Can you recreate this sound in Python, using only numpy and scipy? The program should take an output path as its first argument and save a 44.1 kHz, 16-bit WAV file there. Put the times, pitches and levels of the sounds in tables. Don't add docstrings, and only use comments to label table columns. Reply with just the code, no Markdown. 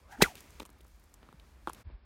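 import sys
import numpy as np
from scipy import signal
from scipy.io import wavfile
from scipy.ndimage import map_coordinates

SR = 44100
rng = np.random.default_rng(int(sys.argv[2]) if len(sys.argv) > 2 else 0)


def to_wav(s):
    ch = np.atleast_2d(s).T
    pcm = np.round(np.clip(ch, -1, 1) * 32767)
    wavfile.write(sys.argv[1], SR, pcm.astype(np.int16))


N = 90404

# start_s, length_ms, level_db,
# fade_over_cycle_db
CRACK_SHOCKS = [(.2218, .85, -11, -3), (.2227, 2.9, -7.5, 3), (.2277, 3.6, -9, 20)]
# time_s, level_db
THUD_LEVEL = [(.203, -60.5), (.21, -44), (.22, -43), (.229, -27.5), (.24, -37.5), (.246, -47), (.252, -40),
              (.262, -53), (.33, -70)]
# time_s, level_db
RUSH_LEVEL = [(.05, -96), (.095, -72), (.125, -57.5), (.165, -69), (.2, -63), (.213, -46), (.2175, -44),
              (.2195, -24.5), (.2222, -19), (.226, -17), (.231, -25), (.236, -36.5), (.27, -50), (.31, -57),
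              (.345, -66), (.38, -56), (.43, -65.5), (.6, -67), (.632, -55.5), (.645, -99)]
# frequency_hz, relative_density_db
RUSH_SPECTRUM = [(880, -42), (1500, -14), (2390, -0.5), (2640, -5.5), (3880, -10.5), (5220, -7.5),
                 (9650, -13.5), (16000, -19)]
# time_s, pitch_hz, relative_db
WINDUP_WHISTLE = [(.02, 484.6, -82), (.045, 529.4, -69), (.075, 571.6, -73.5), (.1, 728, -64),
                  (.118, 800, -56.5), (.135, 843, -54.5), (.155, 796, -55.5), (.165, 806, -68.5),
                  (.18, 755, -58), (.2, 626, -62)]
# time_s, pitch_hz, relative_db
THROW_WHISTLE = [(.18, 170, -64), (.192, 240, -44), (.199, 290, -43), (.203, 450, -60), (.2065, 800, -41),
                 (.2125, 950, -42), (.2145, 1500, -36), (.217, 1850, -28), (.2185, 2400, -36),
                 (.2195, 3760, -21), (.2212, 3766, -38), (.2243, 4053, -17), (.2262, 3900, -33),
                 (.228, 3800, -28), (.233, 3500, -35), (.237, 3300, -52)]
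# time_s, pitch_hz, relative_db
RECOIL_WHISTLE = [(.222, 2200, -43), (.228, 2300, -30), (.234, 2200, -39), (.237, 1950, -29),
                  (.241, 2100, -26), (.246, 1600, -32), (.251, 1300, -37), (.253, 1500, -46),
                  (.257, 1550, -38), (.27, 950, -46), (.28, 1000, -51), (.295, 795, -53), (.322, 722, -57),
                  (.332, 627, -76), (.35, 531, -58), (.37, 490, -72)]
# start_s, knock_db, thud_db, tick_db, fizz_db
CORD_TAPS = [(0.3543, -46, -55, -36, -51), (0.37, -58, -76, -44, -66), (0.379, -53.5, -64, -43, -76),
             (0.406, -64, -85, -53, -51), (.506, -78, -83, -66, -60), (0.599, -38, -47.5, -34.5, -51.5),
             (0.6024, -32, -41.5, -30.5, -60.5), (0.619, -41.5, -47, -44, -73), (0.629, -45, -51, -44, -77),
             (0.6528, -47, -64, -46, -54), (.658, -47.5, -60, -48, -60), (0.662, -57, -68, -62, -58),
             (0.6917, -49.5, -58.5, -49.5, -72), (0.7023, -60, -64, -66, -62),
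             (0.8064, -62, -59.5, -46.5, -70), (0.85, -47.5, -63, -73, -82),
             (0.868, -67.5, -69, -59.5, -67), (1.039, -61, -70.5, -70, -65.5),
             (1.141, -54, -76, -54.5, -54.5), (1.2291, -46.5, -57.5, -46.5, -76.5),
             (1.2883, -41, -56.5, -49, -78), (1.327, -44.5, -56, -54.5, -69),
             (1.3978, -78, -77, -42.5, -68), (1.6731, -18.5, -36, -33.5, -55), (1.6789, -28, -42, -39, -67),
             (1.6845, -34, -57.5, -40, -61), (1.694, -40, -64, -46, -55.5), (1.697, -26.5, -48, -38, -55),
             (1.705, -43, -79, -44, -72), (1.7329, -53, -78, -46, -47.5), (1.7474, -65, -85, -42.5, -60),
             (1.9, -49.5, -55, -59, -95)]
# low_hz, high_hz
REGISTER_BANDS = [(760, 1450), (170, 560), (2100, 4400), (4800, 14000)]
# t60_s, gain_db, noise_share
REGISTER_STRIKES = [(0.015, 19, 0.42), (0.057, 31, 0.26), (0.015, 13.5, 0.81), (0.02, 21.5, 0.7)]
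# start_s, pitch_hz, level_db
LOW_THUMPS = [(1.863, 55, -41), (1.92, 50, -43), (1.94, 65, -41), (1.341, 150, -45)]
# frequency_hz, relative_density_db
HISS_SPECTRUM = [(18, -31), (30, -3), (64, -7), (404, -19.5), (449, -21), (1070, -23), (2170, -27),
                 (2900, -32.5), (3980, -32.5), (13000, -41), (16000, -45.5)]
# time_s, level_db
LOW_HISS_LEVEL = [(0, -64), (.14, -64), (.3, -60), (.56, -61.5), (.7, -65.5), (1.06, -67.5), (1.29, -63),
                  (1.4, -66), (1.65, -65.5), (1.72, -60), (1.82, -60), (1.85, -66), (1.91, -62.5),
                  (1.97, -68), (2.05, -68.5)]
# time_s, level_db
HIGH_HISS_LEVEL = [(0, -73), (.3, -84), (.5, -70), (.72, -79), (.9, -74), (1.08, -76), (1.2, -76),
                   (1.6, -75), (1.72, -71), (1.78, -67), (1.82, -68), (1.85, -83)]
# time_s, level_db
WIND_LEVEL = [(0.0, -56.5), (0.18, -59), (0.23, -32), (0.34, -66), (0.52, -54.5), (0.76, -62.5),
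              (0.92, -55), (1.01, -61), (1.72, -56.5), (1.83, -66), (1.87, -36.5), (1.9, -60), (1.94, -41),
              (1.99, -70.5), (2.05, -51.5)]

TIME_S = np.arange(N) / SR


def whip_crack():
    shocks = 0
    for start_s, length_ms, level_db, fade_db in CRACK_SHOCKS:
        progress = np.clip((TIME_S - start_s) / (length_ms / 1000), 0, 1)
        shocks -= from_db(level_db - fade_db * progress) * np.sin(2 * np.pi * progress)
    thud = gated_gain(THUD_LEVEL) * unit_rms(band(rng.standard_normal(N), 130, 620))
    rush = gated_gain(RUSH_LEVEL) * shaped_noise(RUSH_SPECTRUM, flicker_db=0)
    return shocks + thud + rush


def cord_whistle(path, octave_db, steady):
    time_s, pitch_hz, _ = np.transpose(path)
    cycles = np.cumsum(np.exp(np.interp(TIME_S, time_s, np.log(pitch_hz)))) / SR
    waver_cycles = 2.2
    tone = 0
    for harmonic, level_db in ((1, 0), (2, octave_db)):
        position = [harmonic * cycles / waver_cycles]
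        real, imag = (map_coordinates(knots, position, order=3, mode="wrap")
                      for knots in rng.standard_normal((2, 4000)))
        amplitude = steady + real + 1j * imag
        tone += from_db(level_db) * np.real(amplitude * np.exp(2j * np.pi * harmonic * cycles))
    return tone * gated_gain(path)


def cord_taps():
    start_s, *registers_db = np.transpose(CORD_TAPS)
    taps = 0
    for levels_db, edges_hz, strike in zip(registers_db, REGISTER_BANDS, REGISTER_STRIKES):
        t60_s, gain_db, noise_share = strike
        clicks = np.zeros(N)
        clicks[(start_s * SR).astype(int)] = from_db(levels_db + gain_db)
        contact = noise_share * noise_puffs(clicks, t60_s) / 4 - (1 - noise_share) * 4 * clicks
        taps += band(band(contact, *edges_hz), *edges_hz)
    return taps


def cord_brushes(rate_per_s=70):
    settling = (TIME_S > 0.24) & (TIME_S < 1.15)
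    touches = (rng.random(N) < rate_per_s / SR) * settling
    strength = from_db(-69 + 3.2 * np.minimum(rng.exponential(1, N), 2))
    return band(noise_puffs(touches * strength, t60_s=0.018), 5000, 19000)


def low_thumps(t60_s=0.049):
    thumps = 0
    for start_s, pitch_hz, level_db in LOW_THUMPS:
        age_s = np.maximum(TIME_S - start_s, 0)
        thumps -= from_db(level_db - 60 * age_s / t60_s) * np.sin(2 * np.pi * pitch_hz * age_s)
    return thumps


def outdoor_hiss(split_hz=3700):
    low = unit_rms(band(shaped_noise(HISS_SPECTRUM, flicker_db=1.2), 90, split_hz))
    high = unit_rms(band(shaped_noise(HISS_SPECTRUM, flicker_db=1.4), split_hz, 19000))
    return gain_curve(LOW_HISS_LEVEL) * low + gain_curve(HIGH_HISS_LEVEL) * high


def wind_rumble(edges_hz=(33.3, 78)):
    rumble = band(band(rng.standard_normal(N), *edges_hz), *edges_hz)
    return gain_curve(WIND_LEVEL) * unit_rms(rumble)


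def noise_puffs(impulses, t60_s):
    envelope = signal.lfilter([1], [1, -from_db(-60 / (t60_s * SR))], impulses + 1e-18)
    return envelope * rng.standard_normal(N)


def shaped_noise(spectrum, flicker_db):
    frequency_hz, density_db = np.transpose(spectrum)
    edges_hz = 28 * 2 ** np.arange(0, 9.6, 0.5)
    white = rng.standard_normal((2, N))
    common_drift = drift(rate_hz=14)
    noise = 0
    for k, (low_hz, high_hz) in enumerate(zip(edges_hz, edges_hz[1:])):
        centre_hz = np.sqrt(low_hz * high_hz)
        rolloff_db = density_db[0] - 12 * np.log2(frequency_hz[0] / centre_hz)
        level_db = np.interp(np.log(centre_hz), np.log(frequency_hz), density_db, left=rolloff_db)
        level_db += flicker_db * (common_drift + 0.16 * drift(rate_hz=29))
        noise += from_db(level_db) * band(white[k % 2], low_hz, high_hz)
    return unit_rms(noise)


def drift(rate_hz):
    return map_coordinates(rng.standard_normal(400), [TIME_S * rate_hz + 2], order=3)


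def gain_curve(rows):
    time_s, *_, level_db = np.transpose(rows)
    return from_db(np.interp(TIME_S, time_s, level_db))


def gated_gain(rows, fade_s=0.02):
    fade_out = np.clip((rows[-1][0] - TIME_S) / fade_s, 0, 1)
    return gain_curve(rows) * (TIME_S > rows[0][0]) * fade_out


def band(x, low_hz, high_hz):
    sos = signal.butter(2, [low_hz, min(high_hz, 0.45 * SR)], "band", fs=SR, output="sos")
    return signal.sosfilt(sos, x + 1e-18)


def cut_treble(x, stop_hz, depth_db):
    return signal.sosfilt(signal.cheby2(22, depth_db, stop_hz, fs=SR, output="sos"), x)


def from_db(db):
    return 10 ** (np.asarray(db) / 20)


def unit_rms(x):
    return x / np.sqrt(np.mean(x ** 2) + 1e-20)


def scene():
    swing = cord_whistle(WINDUP_WHISTLE, octave_db=0, steady=0.9)
    swing += cord_whistle(THROW_WHISTLE, octave_db=-17, steady=2.5)
    swing += cord_whistle(RECOIL_WHISTLE, octave_db=-16, steady=1.3)
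    whip = swing + whip_crack() + cord_taps() + cord_brushes()
    return (whip + low_thumps() + outdoor_hiss() + wind_rumble())[None]


def record(dry):
    overload, low_cut_hz = 1.2, 40
    dip_s, fade_out_s, fade_in_s = 1.836, 0.021, 0.022
    rounded = overload * np.tanh(dry / overload)
    clear = signal.sosfilt(signal.butter(2, low_cut_hz, "high", fs=SR, output="sos"), rounded)
    muffled = cut_treble(clear, stop_hz=5750, depth_db=60)
    before_dip = clear * np.clip((dip_s - TIME_S) / fade_out_s, 0, 1)
    after_dip = muffled * np.clip((TIME_S - dip_s) / fade_in_s, 0, 1)
    return cut_treble(before_dip + after_dip, stop_hz=16400, depth_db=70)


dry = scene()
out = record(dry)
to_wav(out)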